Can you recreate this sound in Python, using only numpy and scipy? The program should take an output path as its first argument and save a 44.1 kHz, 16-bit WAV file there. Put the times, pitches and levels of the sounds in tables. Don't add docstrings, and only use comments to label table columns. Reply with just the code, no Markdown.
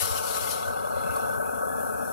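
import sys
import numpy as np
from scipy import signal
from scipy.fft import rfft, irfft, next_fast_len
from scipy.io import wavfile
from scipy.ndimage import uniform_filter1d, map_coordinates

SR = 44100
rng = np.random.default_rng(int(sys.argv[2]) if len(sys.argv) > 2 else 0)


def unload_wav(signal):
    wavfile.write(
        sys.argv[1],
        SR,
        np.round(np.clip(np.atleast_2d(signal).T, -1, 1) * 32767).astype(np.int16),
    )


N = 93536


def amp(db):
    return 10 ** (np.asarray(db) / 20)


def unit(x):
    return x / np.sqrt(np.mean(x ** 2) + 1e-20)


def along(points, hz):
    point_hz, value = np.transpose(points)
    return np.interp(np.log(hz + 1), np.log(point_hz + 1), value)


def curve(rows):
    return np.interp(np.arange(N) / SR, *np.transpose(rows))


def wobble(rate):
    knots = rng.standard_normal(N // 8)
    return map_coordinates(knots, [np.arange(N) * rate / SR], mode="mirror")


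def filtered(x, response):
    m = next_fast_len(N + SR // 2)
    spectrum = rfft(x, m) * response(np.fft.rfftfreq(m, 1 / SR))
    return irfft(spectrum, m)[..., :N]


def panned(pan, hz):
    gains = amp(along(pan, hz) * np.array([[.5], [-.5]]))
    return gains / np.linalg.norm(gains, axis=0)


def pops(rate, spread_db):
    happens = rng.random(N) < rate / SR
    size = amp(spread_db * rng.standard_normal(N))
    return unit(happens * rng.choice([-1, 1], N) * size)


def evened(x):
    average_s, share = .06, .55
    power = uniform_filter1d(x ** 2, int(average_s * SR))
    power = abs(uniform_filter1d(power, int(average_s * SR / 2)))
    return x * (power / power.mean() + 1e-6) ** (-share / 2)


def resonances(drive, modes, waver_db, order):
    t = (np.arange(N) - N / 2) / SR
    out = np.zeros(drive.shape)
    for k, (hz, width, db, drift) in enumerate(modes):
        ring = filtered(drive, lambda f: (1j * f * width / (hz * hz - f * f + 1j * f * width)) ** order)
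        level = amp(db + drift * t + waver_db * wobble(17.74))
        out += (-1) ** k * evened(ring) * level
    return out


def hollows(table, f):
    return amp(-sum(db * np.exp(-((f - hz) / width) ** 2) for hz, width, db in table))


def swells(rows, width_hz):
    out = np.zeros(N)
    for middle, length, hz, db in rows:
        note = filtered(rng.standard_normal(N), lambda f: np.exp(-((f - hz) / width_hz) ** 2))
        u = np.clip((np.arange(N) / SR - middle) / length, -.5, .5)
        out += amp(db) * np.cos(np.pi * u) * evened(unit(note))
    return out


def patchy(x, depth_db):
    z = signal.stft(x, nperseg=512)[2]
    field = uniform_filter1d(rng.standard_normal(z.shape[1:]), size=4, axis=0)
    field = uniform_filter1d(field, size=9, axis=1)
    return signal.istft(z * amp(depth_db * unit(field)), nperseg=512)[1][:, :N]


def pipe_ring(drive):
    # pitch in Hz, width in Hz, level in dB halfway through,
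    # drift of the level in dB per second.
    pipe_notes = [(86, 44, -5.5, -1.5), (242.3, 31.7, -4.5, 3.5), (444.2, 45.3, 0, 0), (516.5, 42, 0.5, -1),
                  (573.4, 57, 1, -0.5), (733, 58.6, 0, -0.5), (898, 80, -2.5, -2), (1123, 37, 1, -4),
                  (1302.6, 33, 0, -1), (1354, 47, -6.5, -1), (1482.5, 47, -2, 0.5), (1682, 27, -10.5, 5.5)]
    # centre in Hz, width in Hz, depth in dB.
    pipe_hollows = [(177, 16, -1), (367, 41, 4), (1011, 49, 1), (1158, 40, 3.5), (1635, 28, 6.5)]
    top_hz, bottom_hz = 1650, 49.5

    def body(f):
        upper_edge = 1 + (f / top_hz) ** 90
        lower_edge = 1 + (bottom_hz / (f + 1)) ** 4
        return hollows(pipe_hollows, f) / np.sqrt(upper_edge * lower_edge)

    return unit(filtered(resonances(drive, pipe_notes, waver_db=.3, order=1), body))


def big_gulps():
    # start in seconds, pitch in Hz, peak in dB against the pipe ring's rms.
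    gulp_rows = [(0.018, 91.6, 1), (0.05, 1110, 6.5), (0.101, 83, 4), (0.41, 90, -1.5), (0.277, 550, -4),
                 (0.566, 740, 0), (0.66, 590, -0.5), (0.671, 98, -2), (0.678, 1504, 4), (0.76, 760, 4.5),
                 (0.763, 514, 3), (0.842, 570, 7.5), (0.934, 568, 5), (0.951, 91, -0.5), (0.963, 563, 6),
                 (1.005, 1314, -1), (1.041, 153, -3), (1.072, 590, 4), (1.092, 1286, 3.5),
                 (1.096, 1536, 2.5), (1.092, 91, 0.5), (1.161, 570, 1), (1.164, 1107, 4), (1.192, 760, -7),
                 (1.289, 559, 5), (1.398, 600, 4.5), (1.365, 124, -3), (1.628, 526, 6), (1.63, 1295, 1.5),
                 (1.725, 768, 1), (1.781, 625, 2.5), (1.828, 574, 6), (2.024, 576, 1.5), (2.03, 229, -2),
                 (2.072, 607, 4)]
    out = np.zeros(N)
    for start, hz, db in gulp_rows:
        t = np.maximum(np.arange(N) / SR - start, 0)
        u = t / (.005 + .9 / hz)
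        swell = (u * np.exp(1 - u)) ** 2
        out += amp(db) * swell * np.sin(2 * np.pi * (hz * t + rng.random()))
    return out


def gurgle():
    # time in seconds, level in dB before the trim.
    gurgle_level, trim_db = [(0.0, -39), (0.05, -37.5), (0.61, -38), (0.7, -35.5), (0.73, -37.5),
                             (1.09, -35.5), (1.1, -36.5), (1.14, -34.5), (1.29, -35.5), (2.12, -36)], 7.5
    # middle in seconds, length in seconds, pitch in Hz,
    # level at the middle in dB against the pipe ring's rms.
    pipe_swells = [(0.33, 0.26, 1304, -11), (1.34, 0.24, 1501, -5.5), (1.74, 0.13, 1680, -11.5),
                   (1.82, 0.07, 1687, -14), (2.04, 0.36, 1696, -20.5)]
    # frequency in Hz, lead in radians.
    gurgle_lead = [(60, 3.09), (300, 3.32), (1000, 3.55), (1120, 3.85), (1260, 4.45), (1450, 4.5),
                   (1700, 4.5)]
    # frequency in Hz, left minus right in dB.
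    gurgle_pan = [(60, 2.8), (250, 4.85), (550, 4.47), (900, 2.9), (1100, .2), (1700, 0.8)]
    # frequency in Hz, likeness from 0 to 1.
    gurgle_alike = [(100, 0.93), (700, 0.95), (1400, 0.95), (1750, 0.1)]

    churn = amp(0.5) * rng.standard_normal(N)
    direct = pipe_ring(pops(400, spread_db=3.0) + churn)
    direct = direct + big_gulps() + swells(pipe_swells, width_hz=39)
    diffuse = pipe_ring(rng.standard_normal(N))
    sides = np.array([[1], [-1]])

    def turn(hz):
        return np.arccos(np.clip(along(gurgle_alike, hz), 0, 1)) / 2

    def placing(hz):
        return panned(gurgle_pan, hz) * np.exp(.5j * sides * along(gurgle_lead, hz))

    shared = filtered(direct, lambda hz: np.cos(turn(hz)))
    pair = shared + sides * filtered(diffuse, lambda hz: np.sin(turn(hz)))
    return unit(filtered(pair, placing)) * amp(curve(gurgle_level) + trim_db)


def spits():
    # start in seconds, greatest rise in dB (negative is a dip).
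    spit_rows = [(0.056, 2), (0.141, 0), (0.177, 2), (0.268, 3), (0.351, 1), (0.368, 2.5), (0.414, 1),
                 (0.448, -2), (0.512, 1.5), (0.526, -1), (0.678, 4), (0.839, 2), (1.106, 5), (1.162, 5.5),
                 (1.804, 4.5), (1.829, 5)]
    out = np.zeros(N)
    for start, db in spit_rows:
        u = np.maximum(np.arange(N) / SR - start, 0) / 0.0017
        out += db * u * np.exp(1 - u)
    return out


def hiss(colour, pan, pops_per_s, pop_db, spread_db, flutter_db, flutter_rate, patchy_db):
    bursts = np.array([pops(pops_per_s, spread_db) for side in range(2)])
    pair = rng.standard_normal((2, N)) + amp(pop_db) * bursts
    pair = patchy(pair, patchy_db)
    pair = filtered(pair, lambda hz: amp(along(colour, hz)) * panned(pan, hz))
    return unit(pair * amp(flutter_db * wobble(flutter_rate)))


def spray():
    # time in seconds, level in dB before trim and spits.
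    spray_level, trim_db = [(0.0, -35), (0.02, -32), (0.04, -35.5), (0.13, -40), (0.18, -36.5), (0.22, -42),
                            (0.28, -39), (0.32, -41), (0.37, -37.5), (0.39, -44), (0.42, -38.5),
                            (0.46, -42), (0.52, -36), (0.56, -43), (0.68, -49.5), (0.76, -56), (0.93, -60),
                            (1.0, -55.5), (1.05, -59), (1.16, -55.5), (1.4, -65.5), (1.7, -68.5),
                            (1.85, -62.5), (2.12, -62.5)], 5.5
    # frequency in Hz, relative level in dB.
    spray_colour = [(1000, -13.5), (1850, -10.5), (2300, -11), (3000, -4.5), (3700, -8.5), (4300, -1.5),
                    (4800, -8), (5600, -2), (6500, -7.5), (7300, -4), (8500, -6), (10600, 1), (12000, -6),
                    (13300, -3.5), (15500, -31)]
    # frequency in Hz, left minus right in dB.
    spray_pan = [(1800, 1.5), (2400, 18), (3050, 2.3), (3400, 7.1), (4300, 8.1), (4900, 3.1), (7300, 4.5),
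                 (8700, 34), (11000, 22), (15000, 26)]
    sound = hiss(spray_colour, spray_pan, pops_per_s=2300, pop_db=-5.0, spread_db=2.5,
                 flutter_db=0.8, flutter_rate=90, patchy_db=2.2)
    return amp(curve(spray_level) + spits() + trim_db) * sound


def fizz():
    # time in seconds, level in dB before the spits.
    fizz_level = [(0.0, -35), (0.02, -26.5), (0.03, -33), (0.13, -39), (0.18, -35), (0.22, -42),
                  (0.26, -38), (0.45, -36.5), (0.51, -35.5), (0.6, -46.5), (0.88, -45), (1.08, -44),
                  (1.17, -39.5), (1.24, -42.5), (1.74, -42.5), (1.85, -41), (1.95, -43), (2.12, -42)]
    # frequency in Hz, relative level in dB.
    fizz_colour = [(3000, -63), (4900, -24), (6500, -15), (8500, -8), (10000, -2.5), (11200, 1),
                   (12200, -5.5), (14000, -8), (15600, -16)]
    # frequency in Hz, left minus right in dB.
    fizz_pan = [(5000, 1.3), (7300, 10), (9000, 23.5), (11000, 25), (13000, 16.5), (15000, 32)]
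    sound = hiss(fizz_colour, fizz_pan, pops_per_s=3800, pop_db=-12.5, spread_db=4.5,
                 flutter_db=1.0, flutter_rate=190, patchy_db=0.7)
    return amp(curve(fizz_level) + spits()) * sound


def burble():
    # pitch in Hz, width in Hz of one of two equal stages,
    # level in dB halfway through, drift of the level in dB per second.
    burble_notes = [(2134, 184, -1, -5.5), (2482, 250, -4.5, 8), (2662, 60, 3, 3), (2866, 77, 1, -3),
                    (3430, 85, 4, -2), (3856, 140, -5.5, -11.5), (4160, 350, -2, -2.5), (5690, 300, -3, 9)]
    # time in seconds, level in dB before the trim.
    burble_level, trim_db = [(0.0, -44), (0.11, -56), (0.5, -46), (0.62, -52), (0.88, -56), (1.0, -52),
                             (1.2, -51.5), (1.42, -63), (1.55, -59), (1.71, -64), (1.98, -63.5),
                             (2.12, -65.5)], 2.5
    # middle in seconds, length in seconds, pitch in Hz,
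    # level at the middle in dB before panning.
    watery_notes = [(0.97, 0.053, 3400, -60), (0.98, 0.082, 2030, -55), (1.02, 0.067, 4300, -59),
                    (1.165, 0.029, 4420, -51), (1.22, 0.15, 2730, -60), (1.32, 0.18, 3450, -61.5),
                    (1.475, 0.11, 2530, -56), (1.99, 0.17, 2510, -61.5)]
    # frequency in Hz, left minus right in dB.
    burble_pan = [(2100, 12.4), (2550, 3.1), (2900, 2.6), (3440, 17), (4200, 4.9), (5600, 5.5)]

    bubbles = np.array([pops(500, spread_db=1.5) for side in range(2)])
    churn = amp(-3.5) * rng.standard_normal((2, N))
    notes = resonances(bubbles + churn, burble_notes, waver_db=1.2, order=2)
    bed = amp(curve(burble_level) + trim_db) * unit(patchy(notes, depth_db=3.5))
    swelling = np.array([swells(watery_notes, width_hz=110) for side in range(2)])
    return np.sqrt(2) * filtered(bed + swelling, lambda hz: panned(burble_pan, hz))


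def scene():
    # centre in Hz, width in Hz, depth in dB.
    hiss_hollows = [(1940, 44, 4.5), (2920, 60, 0.5), (3630, 89, 0.5), (4870, 310, -1), (6600, 270, 0)]
    upper = spray() + fizz() + burble()
    return gurgle() + filtered(upper, lambda hz: hollows(hiss_hollows, hz))


def record(dry):
    return filtered(dry, lambda hz: hz < 15780)


dry = scene()
out = record(dry)
unload_wav(out)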